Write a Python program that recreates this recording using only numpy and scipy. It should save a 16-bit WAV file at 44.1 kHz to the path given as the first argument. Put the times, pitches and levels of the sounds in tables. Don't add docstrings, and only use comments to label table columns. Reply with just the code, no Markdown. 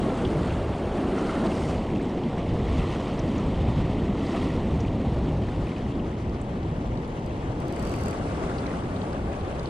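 import sys
import numpy as np
from scipy import signal
from scipy.fft import rfft, irfft, next_fast_len
from scipy.io import wavfile
from scipy.ndimage import uniform_filter1d, map_coordinates

SR = 44100
rng = np.random.default_rng(int(sys.argv[2]) if len(sys.argv) > 2 else 0)


def generate_wav(signal):
    frames = np.transpose(np.atleast_2d(signal))
    scaled = np.clip(frames, -1, 1) * 32767
    pcm = np.round(scaled).astype(np.int16)
    wavfile.write(sys.argv[1], SR, pcm)


N = 427329


def amp(db):
    return 10 ** (np.asarray(db) / 20)


def unit(pair):
    return pair / np.sqrt(np.mean(pair.mean(0) ** 2) + 1e-20)


def along(points, hz):
    knots_hz, values = np.transpose(points)
    return np.interp(np.log(hz + 1), np.log(knots_hz + 1), values)


def curves(rows):
    time_s, *columns = np.transpose(rows)
    return [np.interp(np.arange(N) / SR, time_s, column) for column in columns]


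def wobble(rate_hz):
    knots = rng.standard_normal(int(N * rate_hz / SR) + 4)
    return map_coordinates(knots, [np.arange(N) * rate_hz / SR])


def filtered(x, response):
    size = next_fast_len(N + 8192)
    return irfft(rfft(x, size) * response(np.fft.rfftfreq(size, 1 / SR)), size)[..., :N]


def coloured(x, spectrum):
    return filtered(x, lambda hz: amp(along(spectrum, hz)))


def add(track, start_s, sound):
    part = track[..., max(round(start_s * SR), 0):][..., :sound.shape[-1]]
    part += sound[..., :part.shape[-1]]


def churn(patchy_db):
    spectra = signal.stft(rng.standard_normal((2, N)), nperseg=512)[2]
    patches = uniform_filter1d(rng.standard_normal(spectra.shape[1:]), size=12, axis=0)
    patches = uniform_filter1d(patches, size=7, axis=1)
    return unit(signal.istft(spectra * amp(patchy_db * patches / patches.std()), nperseg=512)[1][:, :N])


def bubble(turns, decay_cycles):
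    return np.sin(2 * np.pi * turns) * np.exp(-turns / decay_cycles) * (1 - np.exp(-turns))


def bubbles(count, low_hz, high_hz, decay_cycles, spread_db):
    when, pitch, faintness, direction = rng.random((count, 4)).T[:, :, None]
    t = np.arange(256) / SR
    pitch_hz = low_hz * (high_hz / low_hz) ** pitch
    rings = amp(-spread_db * np.log(faintness + np.exp(-5))) * bubble(pitch_hz * t, decay_cycles)
    index = ((when * N).astype(int) + np.arange(len(t))).ravel()
    mid_side_gains = (1, np.sqrt(2) * np.cos(np.pi * direction))
    return unit(np.array([np.bincount(index, (rings * gain).ravel(), N)[:N] for gain in mid_side_gains]))


def droplets(low_hz, high_hz):
    return amp(-21) * bubbles(320, low_hz, high_hz, decay_cycles=3, spread_db=3.5)


# frequency_hz, bias (-1 right .. 1 left)
LEVEL_BIAS = [(200, .2), (500, .42), (850, 0.45), (1900, 0.29), (3200, -0.077), (8200, -0.17), (9400, 0.24),
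              (12000, .05)]
PHASE_BIAS = [(200, -0.4), (600, -0.6), (1600, -0.3), (2300, -0.13)]
def at_ports(pair, spectrum, side_spectrum):
    size = next_fast_len(N + 8192)
    hz = np.fft.rfftfreq(size, 1 / SR)
    mid, diffuse = rfft(pair, size) * amp(along(spectrum, hz))
    bearing = along(LEVEL_BIAS, hz) + 1j * along(PHASE_BIAS, hz)
    diffuse_share = np.sqrt(np.clip(1 - abs(bearing) ** 2, 0, 1))
    side = amp(along(side_spectrum, hz)) * (bearing * mid + diffuse_share * diffuse)
    return unit(irfft(np.array([mid + side, mid - side]), size)[:, :N])


# time_s, heading (0 across the river .. 1 downstream)
TURN = [(0, 0.21), (1.45, 0.2), (1.85, 0.85), (7.3, 0.78), (8.1, 0.035), (9.69, 0.07)]
# frequency_hz, side_over_mid_db
IMAGE_ACROSS = [(150, -7.5), (380, -7.5), (700, 1), (1100, 5.5), (1800, 5), (2500, 4), (4200, 0.5),
                (5500, 7), (8000, 7), (10000, 6)]
IMAGE_DOWN = [(150, -37), (380, -8.5), (700, -2), (1400, 9.5), (2300, 1.5), (4200, -4), (5500, 6.5),
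              (8000, 8), (10000, 10)]
def turning(pair, across_spectrum, down_spectrum, across_db=0):
    heading, = curves(TURN)
    across = at_ports(pair, across_spectrum, IMAGE_ACROSS)
    downstream = at_ports(pair, down_spectrum, IMAGE_DOWN)
    return amp(across_db * (1 - heading)) * unit((1 - heading) * across + heading * downstream)


# frequency_hz, gain_db
ROAR_SPECTRUM_ACROSS = [(120, -17.5), (205, -7.5), (359, -7.5), (470, -10), (720, -12.5), (900, -19.5),
                        (1200, -34.5), (2020, -120)]
ROAR_SPECTRUM_DOWN = [(120, -14), (205, -4.5), (352, -8.5), (480, -11), (920, -19), (1200, -34.5),
                      (2020, -120)]
def roar(surge_db, gulp_db=0.45, gulp_hz=12):
    water = turning(churn(patchy_db=0.15), ROAR_SPECTRUM_ACROSS, ROAR_SPECTRUM_DOWN, across_db=2.5)
    return amp(-2 + surge_db + gulp_db * wobble(gulp_hz)) * water


# frequency_hz, gain_db
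WASH_SPECTRUM_ACROSS = [(660, -14), (1120, -3), (1260, -6.5), (1750, -14.5), (2050, -16), (2480, -17.5),
                        (2960, -17.5), (4400, -25.5), (5720, -41), (9680, -120)]
WASH_SPECTRUM_DOWN = [(660, -5), (1120, -1), (1560, -13), (1940, -8), (2410, -10.5), (3100, -10.5),
                      (4400, -19.5), (5720, -65), (9680, -120)]
def wash(lapping_db):
    ringing = amp(-15) * bubbles(8000, low_hz=1413, high_hz=4980, decay_cycles=5.6, spread_db=3)
    water = churn(patchy_db=1.12) + ringing + droplets(low_hz=1505, high_hz=4500)
    return amp(-15.5 + lapping_db) * turning(water, WASH_SPECTRUM_ACROSS, WASH_SPECTRUM_DOWN, across_db=5)


# frequency_hz, gain_db
FIZZ_SPECTRUM_ACROSS = [(2650, -43), (4500, -6), (6080, -7.5), (8960, -7.5), (9480, -8.5), (10400, -20.5),
                        (11700, -26), (14600, -33), (15500, -49)]
FIZZ_SPECTRUM_DOWN = [(2650, -45), (4500, -2.5), (8240, -10), (9780, -16.5), (12000, -28.5), (14500, -35),
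                      (15500, -38)]
def fizz(lift_db):
    ringing = amp(-9) * bubbles(10000, low_hz=4300, high_hz=11630, decay_cycles=6.3, spread_db=2)
    foam = churn(patchy_db=0.9) + ringing + droplets(low_hz=4500, high_hz=9500)
    return amp(-32.5 + lift_db) * turning(foam, FIZZ_SPECTRUM_ACROSS, FIZZ_SPECTRUM_DOWN, across_db=4)


# frequency_hz, gain_db
BOIL_SPECTRUM = [(110, -27), (190, 2.5), (280, -1.5), (370, -5), (480, -21), (1300, -120)]
# time_s, level_db
BOIL_LEVEL = [(0, -34), (.3, -29.5), (.5, -29), (.63, -48), (.9, -34), (1.13, -28), (1.3, -31.5),
              (1.52, -28.5), (1.78, -38.5), (1.95, -27.5), (2.15, -34), (2.7, -33.5), (2.9, -36),
              (3.3, -30), (3.55, -32.5), (4.2, -30), (5.28, -32), (5.5, -36.5), (5.9, -31.5), (6.42, -38.5),
              (6.62, -33.5), (6.8, -36), (7.2, -41), (7.6, -38.5), (8.6, -38), (9.12, -34.5), (9.4, -43)]
def boil():
    return amp(curves(BOIL_LEVEL)[0]) * at_ports(churn(patchy_db=0.86), BOIL_SPECTRUM, IMAGE_DOWN)


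# crest_s, half_length_s, roar_lift_db, surf_db, foam_lift_db
BANK_WAVES = [(.25, 0.24, 0.5, -47, 2.5), (1.278, 0.14, -0.6, -41.5, 3), (1.637, 0.16, 0.8, -45, 7.5),
              (2.853, 0.24, 0.5, -42, 5.5), (3.27, 0.23, 0.5, -46.5, 2), (3.747, 0.2, 1, -44.5, 2.5),
              (4.377, 0.19, 1.1, -41, 7.5), (5.765, 0.2, -1.3, -51.5, 2), (8.346, 0.56, -1, -52, 2.5)]
def waves():
    crest_s, half_length_s, roar_lift_db, surf_db, foam_lift_db = np.transpose(BANK_WAVES)
    bells = np.exp(-((np.arange(N) / SR - crest_s[:, None]) / half_length_s[:, None]) ** 2)
    return roar_lift_db @ bells, foam_lift_db @ bells, np.sqrt(amp(surf_db) ** 2 @ bells)


# frequency_hz, gain_db
SURF_SPECTRUM_ACROSS = [(600, -26), (950, -7), (1150, -4), (1370, 2.5), (1650, -21), (2080, -2),
                        (2450, -17), (3000, -12.5), (4400, -15.5), (6000, -45), (9000, -120)]
SURF_SPECTRUM_DOWN = [(400, -17), (700, 7), (1170, 0), (1400, -12), (1600, -15.5), (1900, 0), (2370, -8.5),
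                      (2700, -3), (3200, -4), (4400, -12.5), (6000, -46), (9000, -120)]
def surf(lapping_db):
    ringing = amp(-7) * bubbles(8000, low_hz=1000, high_hz=4230, decay_cycles=4.6, spread_db=2.5)
    water = churn(patchy_db=1.2) + ringing
    return amp(lapping_db) * turning(water, SURF_SPECTRUM_ACROSS, SURF_SPECTRUM_DOWN)


# time_s, level_db
CURRENT_LEVEL = [(0, -28.5), (.75, -30), (1.1, -28.5), (2.2, -29), (4.1, -30), (5.1, -29.5), (6.4, -33.5),
                 (7.2, -33), (8.2, -32), (9.69, -34.5)]
def river():
    surge_db, foam_db, breaking = waves()
    lapping_db = 0.43 * wobble(14) + 0.67 * wobble(55) + .5 * wobble(240)
    current = roar(surge_db) + wash(lapping_db) + fizz(foam_db + 1.2 * lapping_db)
    return amp(curves(CURRENT_LEVEL)[0]) * current + breaking * surf(1.2 * lapping_db) + boil()


# time_s, level_db
GUSTS = [(0, -34), (.48, -28), (.72, -31), (1.4, -35.5), (1.68, -29), (1.82, -32), (2.4, -33.5),
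         (2.7, -24.5), (3.05, -33.5), (3.85, -24.5), (4.3, -32.5), (4.58, -27), (5.3, -27.5), (5.9, -31),
         (6.6, -31.5), (7.82, -32.5), (7.97, -30), (8.13, -33.5), (9.69, -32.5)]
# frequency_hz, gain_db
WIND_SPECTRUM = [(13, -52), (22, -10.5), (59, -1), (170, -4), (220, -33.5), (370, -120)]
def wind(side_db=-13, side_cutoff_hz=90, lumps_db=1.1):
    gust_db, = curves(GUSTS)
    mid, side = coloured(rng.standard_normal((2, N)), WIND_SPECTRUM)
    side = filtered(side, lambda hz: 1 / np.hypot(1, (hz / side_cutoff_hz) ** 2))
    rumble = unit(mid + amp(side_db) * side * np.array([[1], [-1]]))
    return amp(gust_db + lumps_db * wobble(11)) * rumble


# start_s, level_db, pitch_hz
NEAR_SPLASHES = [(.249, -27, 3120), (.353, -34, 2200), (.504, -32, 2800), (1.072, -35, 2900),
                 (1.184, -36, 5600), (1.461, -34, 4200), (1.514, -35, 2650), (2.006, -36, 2250),
                 (2.026, -46, 8400), (2.234, -36.5, 3200), (2.795, -32.5, 2500), (2.923, -35, 2650),
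                 (3.191, -35.5, 5950), (3.379, -39, 6100), (3.674, -34, 2550), (4.264, -35, 4250),
                 (4.576, -30.5, 1010), (4.803, -38, 5950), (5.668, -37.5, 2450), (5.712, -35, 2200),
                 (5.762, -36, 2680), (5.995, -38, 2900), (6.414, -42.5, 7700), (6.629, -46, 4450),
                 (8.583, -34, 4550), (8.676, -31, 1800), (8.705, -32, 1900)]
def splashes(pitch_scatter=.1, rise_per_s=1.2, burst_s=.009, spray_t60_s=.035):
    out, t = np.zeros((2, N)), np.arange(SR // 20) / SR
    for start_s, level_db, pitch_hz in NEAR_SPLASHES:
        band = signal.butter(2, [pitch_hz / 1.2, pitch_hz * 1.17], "bandpass", fs=SR)
        spray = unit(signal.lfilter(*band, rng.standard_normal((2, len(t)))))
        add(out, start_s, amp(level_db - 11 - 60 * t / spray_t60_s) * spray)
        for k, (detune, pan_db, late) in enumerate(rng.uniform(-1, 1, size=(6, 3))):
            bubble_hz = pitch_hz * np.exp(pitch_scatter * detune * min(k, 1))
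            ring = bubble(bubble_hz * t * (1 + rise_per_s * t), decay_cycles=4.6)
            gains = amp(level_db - 1.5 - 1.4 * k + pan_db * np.array([[1], [-1]]))
            add(out, start_s + burst_s * (k + 1 + late / 2) / 6, gains * ring)
    return coloured(out, [(9000, 0), (11500, -18)])


# start_s, level_db
SLAPS_AND_THUMP = [(1.443, -29.5), (1.68, -33), (4.341, -28), (9.14, -34)]
# frequency_hz, gain_db
BURST_SPECTRUM = [(150, -10), (330, 1), (600, -1), (850, -6), (1120, -3), (1500, -20), (3500, -27),
                  (7000, -60)]
def slaps_and_thump(rise_s=0.0078):
    envelope, age = np.zeros(N), np.arange(SR // 8) / SR / rise_s
    for start_s, level_db in SLAPS_AND_THUMP:
        add(envelope, start_s, amp(level_db) * age * np.exp(1 - age))
    return envelope * at_ports(rng.standard_normal((2, N)), BURST_SPECTRUM, IMAGE_DOWN)


# start_s, level_db, brightness_hz
ROD_KNOCKS = [(6.295, -45, 7000), (6.974, -46, 7000), (7.022, -53, 12000), (7.047, -48, 8000),
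              (7.078, -45, 13000), (8.666, -40, 7000), (8.964, -41, 5000), (9.017, -39, 4400),
              (9.130, -41, 7500), (9.411, -43, 4000), (9.595, -37, 8000), (9.632, -44, 13000),
              (9.658, -38, 6800), (9.674, -44, 5000)]
# frequency_hz, gain_db
ROD_SPECTRUM = [(1000, -26), (2500, -3), (4000, 4), (6200, -7), (7500, -12), (9500, -1), (11000, -28),
                (15000, -47)]
def rod(t60_s=.018):
    out, t = np.zeros((2, N)), np.arange(SR // 20) / SR
    for start_s, level_db, brightness_hz in ROD_KNOCKS:
        band = signal.butter(2, [brightness_hz / 2, brightness_hz], "bandpass", fs=SR)
        contact = unit(signal.lfilter(*band, rng.standard_normal((2, len(t)))))
        add(out, start_s, amp(level_db - 3 - 60 * t / t60_s) * contact)
    return coloured(out, ROD_SPECTRUM)


# pitch_hz, level_db, t60_s
REEL_MODES = [(4680, -6, .08), (5450, -3, .008), (6300, -1, .006), (7980, 3, .008), (9100, -1, .005),
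              (10800, -2, .006), (12000, -3.5, .008), (13100, -5, .007)]
def ratchet(ticks, mode_scatter=.007, snap_t60_s=.0055, drag_s=.0013):
    out, t = np.zeros((2, N)), np.arange(SR // 20) / SR
    for start_s, level_db in ticks:
        detunes = 1 + mode_scatter * rng.standard_normal(len(REEL_MODES))
        ring = np.zeros((2, len(t)))
        for (pitch_hz, mode_db, t60_s), detune in zip(REEL_MODES, detunes):
            phase = 2 * np.pi * pitch_hz * detune * t + rng.normal(0, 1, (2, 1))
            ring += amp(mode_db - 60 * t / t60_s) * np.sin(phase)
        drag, snap = amp(5 - 60 * t / snap_t60_s) * rng.standard_normal((2, 2, len(t)))
        add(out, start_s, amp(level_db - 15) * drag)
        add(out, start_s + drag_s, amp(level_db) * (ring + snap))
    return coloured(out, [(1500, -22), (4500, 3), (8500, 4), (12500, -1), (15500, -15)])


# frequency_hz, gain_db
LINE_SPECTRUM = [(2000, -26.5), (4600, 5), (9000, -4), (12000, -10), (13900, -17), (15500, -19)]
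def line_rasp(teeth_per_s, reference_teeth_per_s=39):
    rasp = unit(coloured(rng.standard_normal((2, N)), LINE_SPECTRUM))
    return amp(-63.5 + 3.5 * wobble(300)) * (teeth_per_s / reference_teeth_per_s) ** 1.2 * rasp


# time_s, teeth_per_s, tick_db
LINE_PULL = [(7.602, 8, -53), (7.66, 14, -52), (7.7, 24, -50), (7.81, 32, -48.5), (7.87, 48, -48),
             (7.99, 40, -51), (8.07, 43, -44.5), (8.125, 32, -46), (8.15, 18, -66)]
def reel(slip_s=7.261, slip_db=-54):
    t = np.arange(N) / SR
    teeth_per_s, tick_db = curves(LINE_PULL)
    teeth_per_s *= (t > LINE_PULL[0][0]) & (t < LINE_PULL[-1][0])
    teeth_passed = np.ceil(np.cumsum(teeth_per_s) / SR)
    ticks = [(i / SR, tick_db[i]) for i in np.flatnonzero(np.diff(teeth_passed))]
    return ratchet([(slip_s, slip_db)] + ticks) + line_rasp(teeth_per_s)


def close_right(pair, side_db=7.5, lean=.3):
    mid, diffuse = pair.mean(0), (pair[0] - pair[1]) / 2
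    side = amp(side_db) * diffuse - lean * mid
    return np.array([mid + side, mid - side])


def scene():
    return river() + wind() + splashes() + slaps_and_thump() + close_right(rod() + reel())


# time_s, width (0 mono .. 1 full stereo)
STEREO_WIDTH = [(0, 0.00096), (4.95, 0.00092), (5.3, 0.1), (5.6, 0.23), (6.1, 0.4), (7.0, 0.55)]
def record(dry, cutoff_hz=15700):
    mid = dry.mean(0)
    side = (dry[0] - mid) * curves(STEREO_WIDTH)[0]
    return filtered(np.array([mid + side, mid - side]), lambda hz: hz < cutoff_hz)


dry = scene()
out = record(dry)
generate_wav(out)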